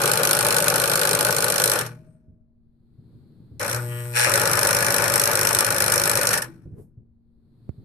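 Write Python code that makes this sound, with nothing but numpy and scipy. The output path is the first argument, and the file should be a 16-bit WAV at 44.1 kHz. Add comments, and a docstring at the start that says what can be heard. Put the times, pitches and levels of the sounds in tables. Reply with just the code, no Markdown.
"""Rapid knocking over grinding gears, close by: a small mains gear motor turns a steel disc in a
plastic and sheet-metal housing, its loose rotor knocking once a turn. The motor is cut and coasts to
rest, slack gears clacking. Switched on again, it chatters, stalls with a hum, buzzes, catches, runs
and stops. Knocks, gears and buzz ring the housing; hands bump the microphone."""
import sys
import numpy as np
from scipy import signal
from scipy.fft import rfft, irfft, next_fast_len
from scipy.io import wavfile

SR = 44100
rng = np.random.default_rng(int(sys.argv[2]) if len(sys.argv) > 2 else 0)


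def put_to_file(sound):
    """Save the sound as 16-bit audio at rate SR, in the file named by the first command-line argument."""
    columns = np.atleast_2d(sound).T  # one column per channel
    safe = np.clip(columns, -1, 1)
    whole_steps = np.round(safe * 32767)
    wavfile.write(sys.argv[1], SR, whole_steps.astype(np.int16))


N = 345744
TIME = np.arange(N) / SR

ROTOR_HZ, PULL_HZ = 51.21, 120.054  # magnetic pull: twice per mains cycle
LAG_SPAN_CYCLES = .45
GRIND_RISE_DB_PER_S = 4996.5

# steady running (first knock [s], last knock [s])
RUN_SPANS = [(.0145, 1.735), (4.3152, 6.311)]
# turns with a missed knock (time [s])
MISSED_TURNS_S = [.19, .21, .659, 1.167, 1.46, 4.999, 5.292, 5.682]
# turns with an extra hard knock (time [s])
HARD_TURNS_S = [.448, .506, 1.639, 4.338, 5.704, 6.038, 6.155, 6.271]
# single knocks as the rotor gains or loses speed (time [s], level [dB])
SINGLE_KNOCKS = [(1.753, -20.5), (1.7869, -13), (1.809, -18), (3.76, -23), (4.293, -12), (6.3293, -11),
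                 (6.337, -19), (6.35, -17), (6.3732, -15), (6.418, -19.5)]
# gears turning (start [s], coast start [s], grind [dB], frame rumble [dB])
GEAR_SPANS = [(0, 1.739, -28.5, -39.5), (3.6, 3.696, -35.5, -39), (4.26, 6.305, -28.5, -37)]
# resonances (frequency [Hz], width [Hz], above disc L [dB], R [dB], beside motor L [dB], R [dB])
HOUSING_MODES = [(428, 94, -6.5, -15, -12.5, -14), (500, 55, -2.5, -8.0, -5, -9.0),
                 (593.3, 41, -4, -10.5, -7, -8.5), (624, 28, -5, -7.5, -5, -15.5),
                 (749, 220, -14, -15, -16, -19.5), (886, 78, -6.5, -11.5, -7, -10.5),
                 (1026, 45, -12, -13, -7, -17), (1179, 130, -7.5, -11, -6.5, -14),
                 (1336, 150, -8, -11, -5.5, -13.5), (1480, 89, -2, -9, -2, -8),
                 (1713, 83, -10, -16, -5, -14), (1860, 90, -14.5, -18, -7.5, -14),
                 (2378, 310, -12, -13.5, -9.5, -14), (3066, 850, -15.5, -17.5, -19.5, -19.5),
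                 (4310, 550, -20, -11, -25, -14.5), (5267, 260.0, -13, -8, -18, -5),
                 (5520, 750, -17.5, -11.5, -13, -9), (7400, 1000, -14, -15.5, -14.5, -16.5),
                 (7920, 898.0, -10.5, -16, -9.5, -18.5), (8650, 450, -9, -14, -10, -14),
                 (9210, 570, -10.5, -15, -8, -14), (10120, 1200, -11.5, -13, -14.5, -15),
                 (10766, 230, -7.5, -14, -10, -14), (11575, 380, -11.5, -13, -12, -13),
                 (13200, 1600, -21, -21.5, -20.5, -20.5)]
# microphone path (time [s], place [0 above disc, 1 beside motor])
MIC_PATH = [(1.4, 0.078), (2.5, 0.97)]
# running tones (rotor multiple [-], pull multiple [-])
TONE_MULTIPLES = [(1, 0), (2, 0), (3, 0), (1, 1), (-1, 2), (3, 1), (7, 0), (10, 0), (11, 0), (11, 1)]
# same tones (above disc [dB], beside motor [dB])
TONE_LEVELS_DB = [(-57.5, -55.5), (-57.5, -42.5), (-41.5, -54.5), (-47, -48), (-49, -53.5), (-49.5, -52),
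                  (-44.5, -44), (-46, -50), (-34.5, -35.5), (-53.5, -47)]
# coil hum, loudest when jammed (start [s], end [s], level [dB], sag [dB/s])
HUM_SPANS = [(0, 1.92, -37, 3), (3.745, 4.25, -27.5, 9.5), (4.299, 6.27, -37, 4)]
# pull harmonics 1-5 (level [dB])
HUM_LEVELS_DB = [-1.5, -28, -16, -17, -17]
# frame and workshop rumble (frequency [Hz], density [dB])
RUMBLE_SPECTRUM = [(25, -12.5), (80, -11.5), (115, 3), (160, -3.5), (230, -8.5), (340, -12.5), (600, -31.5),
                   (1500, -47)]
# background hiss (frequency [Hz], density [dB])
HISS_SPECTRUM = [(700, -1.5), (1500, -3.5), (2900, -13.5), (4300, 0), (5800, -25.5), (9000, -13.5),
                 (14000, -16.5)]
# slack gears at run-down (time [s], level [dB])
GEAR_CLACKS = [(1.755, -3), (1.787, -5.5), (1.81, -8), (1.861, -9.5), (6.304, -1), (6.335, 3), (6.353, -5),
               (6.378, -1.5), (6.42, -4.5), (6.44, -17)]
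# disc and frame after a stop (time [s], frequency [Hz], level [dB], fall [dB/s])
STOP_RINGS = [(1.829, 123.5, -46, 53), (1.828, 157.4, -41, 67), (1.98, 628, -61, 50),
              (6.48, 333.5, -49, 62)]
# parts settling or jamming (start [s], end [s], level [dB], frequency [Hz], width [Hz])
PART_SCRAPES = [(2.075, 2.153, -78, 8650, 800), (3.75, 3.792, -37.5, 1360, 350),
                (6.785, 6.8, -47, 400, 183), (6.787, 6.83, -69, 10900, 8000)]
# hands on the microphone (time [s], level [dB])
HAND_BUMPS = [(2.277, -46.5), (2.98, -46), (3.13, -48), (3.395, -43), (3.51, -38), (6.653, -34.5),
              (6.719, -43), (6.775, -45), (6.971, -45.5), (7.776, -39.5)]
# hand bumps (frequency [Hz], density [dB])
BUMP_SPECTRUM = [(40, -12), (110, 9), (190, -2), (400, -15), (700, -36)]
# stalled rotor's thin buzz (frequency [Hz], density [dB])
STALL_SPECTRUM = [(700, -7.5), (900, 1), (1140, -6), (1450, -4.5), (2400, -6.5), (5600, -13), (7500, -6.5),
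                  (8450, 6), (9000, -7), (14000, 3.5)]
# jammed rotor's rasp (frequency [Hz], density [dB])
RASP_SPECTRUM = [(900, -15), (1750, 2), (2350, -2.5), (3150, 7.5), (3500, -17.5)]
# rotor hammering before it catches (frequency [Hz], density [dB])
HAMMER_SPECTRUM = [(300, -17.5), (520, 0), (1110, -5), (1550, 3.5), (2700, 3.5), (5200, -2.5), (9330, 0),
                   (13800, -7.5)]


def from_db(db):
    """Decibels to gain."""
    return 10 ** (np.asarray(db) / 20)


def rms_one(x):
    """Scale to rms 1."""
    return x / np.sqrt(np.mean(x ** 2) + 1e-20)


def cut(x, hz, kind, order=2):
    """Butterworth low-pass or high-pass."""
    return signal.sosfilt(signal.butter(order, hz, kind, fs=SR, output="sos"), x)


def drift(hz):
    """Low-passed noise, rms 1."""
    return rms_one(cut(rng.standard_normal(N + SR), hz, "low")[SR:])


def colour(x, spectrum, skirt_db_per_octave=24):
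    """Shape by a (frequency [Hz], density [dB]) curve; rms 1."""
    hz, db = np.transpose(spectrum)
    size = next_fast_len(N + 4096)
    bins_hz = np.maximum(np.arange(size // 2 + 1) * SR / size, 1)
    octaves_outside = np.abs(np.log2(bins_hz / np.clip(bins_hz, hz[0], hz[-1])))
    gain = from_db(np.interp(np.log(bins_hz), np.log(hz), db) - skirt_db_per_octave * octaves_outside)
    return rms_one(irfft(rfft(x, size) * gain, size)[..., :N])


def stereo_noise(shared):
    """White noise with L/R correlation `shared`."""
    return np.sqrt(shared) * rng.standard_normal(N) + np.sqrt(1 - shared) * rng.standard_normal((2, N))


def strikes(times_s, gains):
    """One impulse at each time."""
    samples = np.round(np.asarray(times_s) * SR).astype(int)
    return np.bincount(np.clip(samples, 0, N - 1), gains, N) + 1e-18


def fade(x, t60_s):
    """Impulses to exponential decays of equal height."""
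    return signal.lfilter([1], [1, -from_db(-60 / (t60_s * SR))], x)


def resonate(x, hz, width_hz):
    """Two-pole resonance, peak gain 1."""
    r = np.exp(-np.pi * width_hz / SR)
    feedback = [1, -2 * r * np.cos(2 * np.pi * hz / SR), r * r]
    return signal.lfilter(np.array([1, 0, -1]) * (1 - r * r) / 2, feedback, x)


def swell(start_s, end_s, db, rise_db_per_s, fall_db_per_s, sag_db_per_s=0):
    """Gain: reaches db at start_s, holds or sags, falls after end_s."""
    rise_db = rise_db_per_s * np.maximum(start_s - TIME, 0)
    sag_db = sag_db_per_s * (np.clip(TIME, start_s, end_s) - start_s)
    fall_db = fall_db_per_s * np.maximum(TIME - end_s, 0)
    return from_db(np.maximum(db - rise_db - sag_db - fall_db, -200))


def rotor_turns(slip_cycles=.145, slip_width_cycles=.06):
    """Per turn: (time [s], past slip [pull cycles], miss [0-1], hard [bool]); slip weakens a knock."""
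    turns_s = np.concatenate([np.arange(first, last, 1 / ROTOR_HZ) for first, last in RUN_SPANS])
    past_slip = (turns_s * PULL_HZ - slip_cycles) % 1
    lost, hard = [np.abs(turns_s[:, None] - times_s).min(axis=1) * ROTOR_HZ < .5
                  for times_s in (MISSED_TURNS_S, HARD_TURNS_S)]
    slipped = .5 * np.exp(-(np.minimum(past_slip, 1 - past_slip) / slip_width_cycles) ** 2)
    return turns_s, past_slip, np.maximum(slipped, lost), hard


def knock_schedule(wane_db=3.5, miss_db=12.5, hard_db=1.5, scatter_db=1.77, lag_s=.0026,
                   chatter_start_s=3.5942, jam_s=3.75, growth_db_per_s=43):
    """Knocks (time [s], level [dB]): one a turn, set by the pull's phase; restart chatter; singles."""
    turns_s, past_slip, missed, hard = rotor_turns()
    turn_db = -10 - wane_db * past_slip - miss_db * missed + hard_db * hard
    turn_db += scatter_db * rng.standard_normal(len(turns_s))
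    landing_s = turns_s + lag_s * np.exp(-past_slip / LAG_SPAN_CYCLES)
    chatter_s = np.arange(chatter_start_s, jam_s, 2 / PULL_HZ)  # rotor rocks once per mains cycle
    chatter_db = -24.5 + growth_db_per_s * (chatter_s - chatter_start_s)
    single_s, single_db = np.transpose(SINGLE_KNOCKS)
    return np.r_[landing_s, chatter_s, single_s], np.r_[turn_db, chatter_db, single_db]


def rotor_knocks(peak_s=.0025, tail_db=-18, tail_t60_s=.08, grain_db=2.1, echo_db=-35):
    """Loose rotor: each knock is a crunch of tiny contacts, fast swell, slower decay."""
    times_s, db = knock_schedule()
    hits = strikes(times_s, from_db(db))
    age = TIME[:SR // 50] / peak_s
    crunch = (age * np.exp(1 - age)) ** 3
    tails = from_db(tail_db) * fade(hits, tail_t60_s) / crunch.sum()
    envelope = np.convolve(hits + tails, crunch)[:N]
    knocks = envelope * rms_one(stereo_noise(0) * from_db(grain_db * drift(1900)))
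    return knocks + from_db(echo_db) * reflections(knocks.sum(0))


def reflections(x, t60_s=.08):
    """Dense, short echoes inside the housing, different per side."""
    echoes = (stereo_noise(0) * from_db(-60 * TIME / t60_s))[:, :SR // 10]
    return signal.fftconvolve(np.atleast_2d(x), echoes, axes=1)[:, :N]


def gear_load(running_db=-28.5, sag_db_per_s=1.0, coast_db_per_s2=899.5,
              tail_db=-23, tail_db_per_s=79.5):
    """Gear load, about 1 when running: instant bite, slight sag, steepening coast, faint tail."""
    load = 0
    for start_s, end_s, grind_db, _ in GEAR_SPANS:
        db = grind_db - running_db
        coast = from_db(-coast_db_per_s2 * np.clip(TIME - end_s, 0, 1) ** 2)
        load += coast * swell(start_s, end_s, db, GRIND_RISE_DB_PER_S, 0, sag_db_per_s)
        load += swell(start_s, end_s, db + tail_db, GRIND_RISE_DB_PER_S, tail_db_per_s)
    return load


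def free_flight(lapse_db=11, lapse_s=.016):
    """Grind gain: lapses while the rotor flies free, just before its latest and hardest knocks."""
    turns_s, past_slip, missed, hard = rotor_turns()
    freedom = np.maximum(np.exp(-past_slip / LAG_SPAN_CYCLES) * (1 - missed) ** 2, hard)
    lapses = np.convolve(strikes(turns_s, freedom), np.hanning(int(lapse_s * SR)), "same")
    return from_db(-lapse_db * lapses)


def gear_grind(load, turn_depth=.19, pull_depth=.12, uneven_db=.88, grain_db=3.0, treble_db=-11):
    """Teeth scrape and tick, pulsing with rotor and pull; only the lows match on both sides."""
    throb = 1 + turn_depth * np.cos(2 * np.pi * ROTOR_HZ * TIME)
    throb += pull_depth * np.cos(2 * np.pi * PULL_HZ * TIME)
    contact = rms_one(throb * from_db(uneven_db * drift(29) + grain_db * drift(1000)))
    lows = cut(stereo_noise(1), 900, "low", order=3)
    highs = cut(stereo_noise(.21), 1000, "high", order=3)
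    teeth = cut(contact * (lows + highs), 2000, "low")
    return load * (teeth + from_db(treble_db) * contact * stereo_noise(0))


def housing(force, place, wander_db=.86, groups=5):
    """Panel modes ring, varying from knock to knock; the L/R mix follows the microphone."""
    above, beside = 0, 0
    pushes = [force * from_db(wander_db * drift(25)) for _ in range(groups)]
    for k, (hz, width_hz, *db) in enumerate(HOUSING_MODES):
        mode = resonate(pushes[k % groups], hz, width_hz)
        gains = (-1) ** k * from_db(db)[:, None]
        above += gains[:2] * mode
        beside += gains[2:] * mode
    return (1 - place) * above + place * beside


def running_tones(load, place, waver_rad=.62, flutter_db=3.5, run_down_s=.25):
    """Unbalance, tooth mesh and pull sidebands: waver with gear play, sink as the motor coasts."""
    coasting_s = sum((TIME > end) * (TIME < end + .5) * (TIME - end) for _, end, *_ in GEAR_SPANS)
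    speed = np.exp(-coasting_s / run_down_s)
    turns = ROTOR_HZ * np.cumsum(speed) / SR
    tones = 0
    for (rotor, pull), (above_db, beside_db) in zip(TONE_MULTIPLES, TONE_LEVELS_DB):
        phase = 2 * np.pi * (rotor * turns + pull * PULL_HZ * TIME) + waver_rad * drift(7.8)
        db = above_db + place * (beside_db - above_db) + flutter_db * drift(33)
        tones += from_db(db) * np.sin(phase)
    return np.sqrt(2) * load * speed * tones


def coil_hum(waver_rad=.25, flutter_db=.3, rise_db_per_s=446, fall_db_per_s=128.5):
    """The core hums at harmonics of the pull, each slightly unsteady."""
    harmonics = 0
    for k, db in enumerate(HUM_LEVELS_DB, 1):
        gain = from_db(db + flutter_db * drift(4.8))
        phase = 2 * np.pi * (k * PULL_HZ * TIME + rng.random()) + waver_rad * drift(10)
        harmonics += gain * np.sin(phase)
    currents = [swell(start_s, end_s, db, rise_db_per_s, fall_db_per_s, sag)
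                for start_s, end_s, db, sag in HUM_SPANS]
    return np.sqrt(2) * np.max(currents, axis=0) * harmonics


def background(db, dip_db, hold_s=.73, return_s=.65):
    """Background gain: low while the gears turn, swelling back a while after a stop."""
    dips = [(TIME >= start_s) * np.clip(1 - (TIME - end_s - hold_s) / return_s, 0, 1)
            for start_s, end_s, *_ in GEAR_SPANS]
    return from_db(db - dip_db * np.max(dips, axis=0))


def rumble(fall_db_per_s=40.5, hand_db=-60):
    """Gears shake the frame, over low noise from the workshop and the hand on the microphone."""
    shake = sum(swell(start_s, end_s, db, GRIND_RISE_DB_PER_S, fall_db_per_s)
                for start_s, end_s, _, db in GEAR_SPANS)
    frame = shake * colour(stereo_noise(.78), RUMBLE_SPECTRUM)
    workshop = background(-51.5, dip_db=24) * colour(stereo_noise(.85), RUMBLE_SPECTRUM)
    hand = from_db(hand_db) * rms_one(cut(stereo_noise(.4), 90, "low"))
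    return cut(frame, 100, "high", order=3) + cut(workshop, 50, "high", order=1) + hand


def room_hum(hz=233.0, db=-64, waver_rad=.3):
    """Faint, wavering workshop hum."""
    return np.sqrt(2) * from_db(db) * np.sin(2 * np.pi * hz * TIME + waver_rad * drift(2.9))


def room_hiss():
    """Faint hiss, dipping while the gears turn."""
    return background(-76, dip_db=26) * colour(stereo_noise(.16), HISS_SPECTRUM)


def gear_clacks(t60_s=.052):
    """Unloaded teeth slap across their play."""
    times_s, db = np.transpose(GEAR_CLACKS)
    envelope = fade(strikes(times_s, from_db(db)), t60_s)
    return cut(envelope, 150, "low") * stereo_noise(.12)


def after_rings(waver_rad=.25, flutter_db=3.5, rise_db_per_s=300):
    """Disc and frame ring on after a stop, wavering slightly."""
    sway_rad = waver_rad * drift(11)
    flutter = from_db(flutter_db * drift(24))
    rings = sum(swell(at_s, at_s, db, rise_db_per_s, fall) * np.sin(2 * np.pi * hz * TIME + sway_rad)
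                for at_s, hz, db, fall in STOP_RINGS)
    return np.sqrt(2) * flutter * rings


def scrapes(rise_db_per_s=500, fall_db_per_s=350):
    """Parts rub briefly, each in its own resonance."""
    rub = stereo_noise(.37)
    sound = 0
    for start_s, end_s, db, hz, width_hz in PART_SCRAPES:
        band = rms_one(resonate(resonate(rub, hz, width_hz), hz, width_hz))
        sound += swell(start_s, end_s, db, rise_db_per_s, fall_db_per_s) * band
    return sound


def hand_bumps(t60_s=.4, soften_hz=70):
    """Hands bump the microphone: soft, low noise bursts."""
    times_s, db = np.transpose(HAND_BUMPS)
    envelope = cut(fade(strikes(times_s, from_db(db)), t60_s), soften_hz, "low")
    return envelope * colour(stereo_noise(.86), BUMP_SPECTRUM)


def rotor_buzz(spectrum, ring_t60_s, rough, crunch_t60_s=.018, uneven_db=3.0, harmonics=125):
    """The rotor taps the frame at every pull: a repeating ring plus a crunch that differs each time."""
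    size = 4096  # wavetable of one pull cycle
    phase = (TIME * PULL_HZ - .63) % 1
    decay = from_db(-60 * np.arange(size) / size / PULL_HZ / ring_t60_s)
    tap = rfft(rng.standard_normal((2, size)) * decay)[:, :harmonics]
    cycle = irfft(tap / np.abs(tap), size)
    ring = rms_one(cycle[:, (phase * (size - 1)).astype(int)])
    crunch = rms_one(from_db(-60 * phase / PULL_HZ / crunch_t60_s) * stereo_noise(0))
    return colour(ring + rough * from_db(uneven_db * drift(PULL_HZ)) * crunch, spectrum)


def jammed_rotor(rise_db_per_s=686, fall_db_per_s=194.5):
    """The stalled rotor buzzes thinly, rasps briefly, then hammers itself free."""
    stall = swell(3.76, 4.15, -22.5, rise_db_per_s, fall_db_per_s)
    rasp = swell(3.92, 4.0, -27, rise_db_per_s=176, fall_db_per_s=154.5)
    hammer = swell(4.166, 4.244, -3.5, rise_db_per_s, fall_db_per_s)
    return (stall * rotor_buzz(STALL_SPECTRUM, ring_t60_s=.021, rough=.65)
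            + rasp * rotor_buzz(RASP_SPECTRUM, ring_t60_s=.066, rough=.2)
            + hammer * rotor_buzz(HAMMER_SPECTRUM, ring_t60_s=.035, rough=.8))


def finger_thump(at_s=7.692, hz=75, bend_hz=200, bend_s=.0025):
    """A finger hits the right microphone: a thump sinking in pitch, with a slap of skin."""
    touch = strikes([at_s], [1.0])
    age_s = np.maximum(TIME - at_s, 0)
    cycles = hz * age_s + bend_hz * bend_s * (1 - np.exp(-age_s / bend_s))
    thump = from_db(-15.5) * cut(fade(touch, t60_s=.055), 500, "low") * np.sin(2 * np.pi * cycles)
    skin = rms_one(cut(resonate(stereo_noise(.51), hz=1150, width_hz=600), 1800, "low"))
    slap = from_db(-41.5) * fade(touch, t60_s=.011) * skin
    return (cut(thump, 25, "high") + slap) * from_db([[-16], [0]])


def scene():
    """Rotor and gears drive the housing; hum, rumble, hiss and handling add directly."""
    place = np.interp(TIME, *np.transpose(MIC_PATH))
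    load = gear_load()
    clacks = gear_clacks()
    force = from_db(17) * cut(rotor_knocks(), 4000, "high", order=1)
    force += gear_grind(load * free_flight())
    force += cut(clacks, 2520, "high", order=1)
    force += jammed_rotor()
    tooth_ring = from_db(2.5) * place * resonate(clacks, hz=1752, width_hz=84)
    lows = running_tones(load, place) + coil_hum() + rumble() + after_rings() + room_hum()
    lows *= from_db([[1.3], [-1.4]])  # left of centre
    hiss = room_hiss()
    return housing(force, place) + tooth_ring + scrapes() + lows + hiss + hand_bumps() + finger_thump()


def record(dry):
    """Clip at full scale, then low-pass steeply."""
    return cut(np.clip(dry, -1, 1), 14600, "low", order=20)


dry = scene()
out = record(dry)
put_to_file(out)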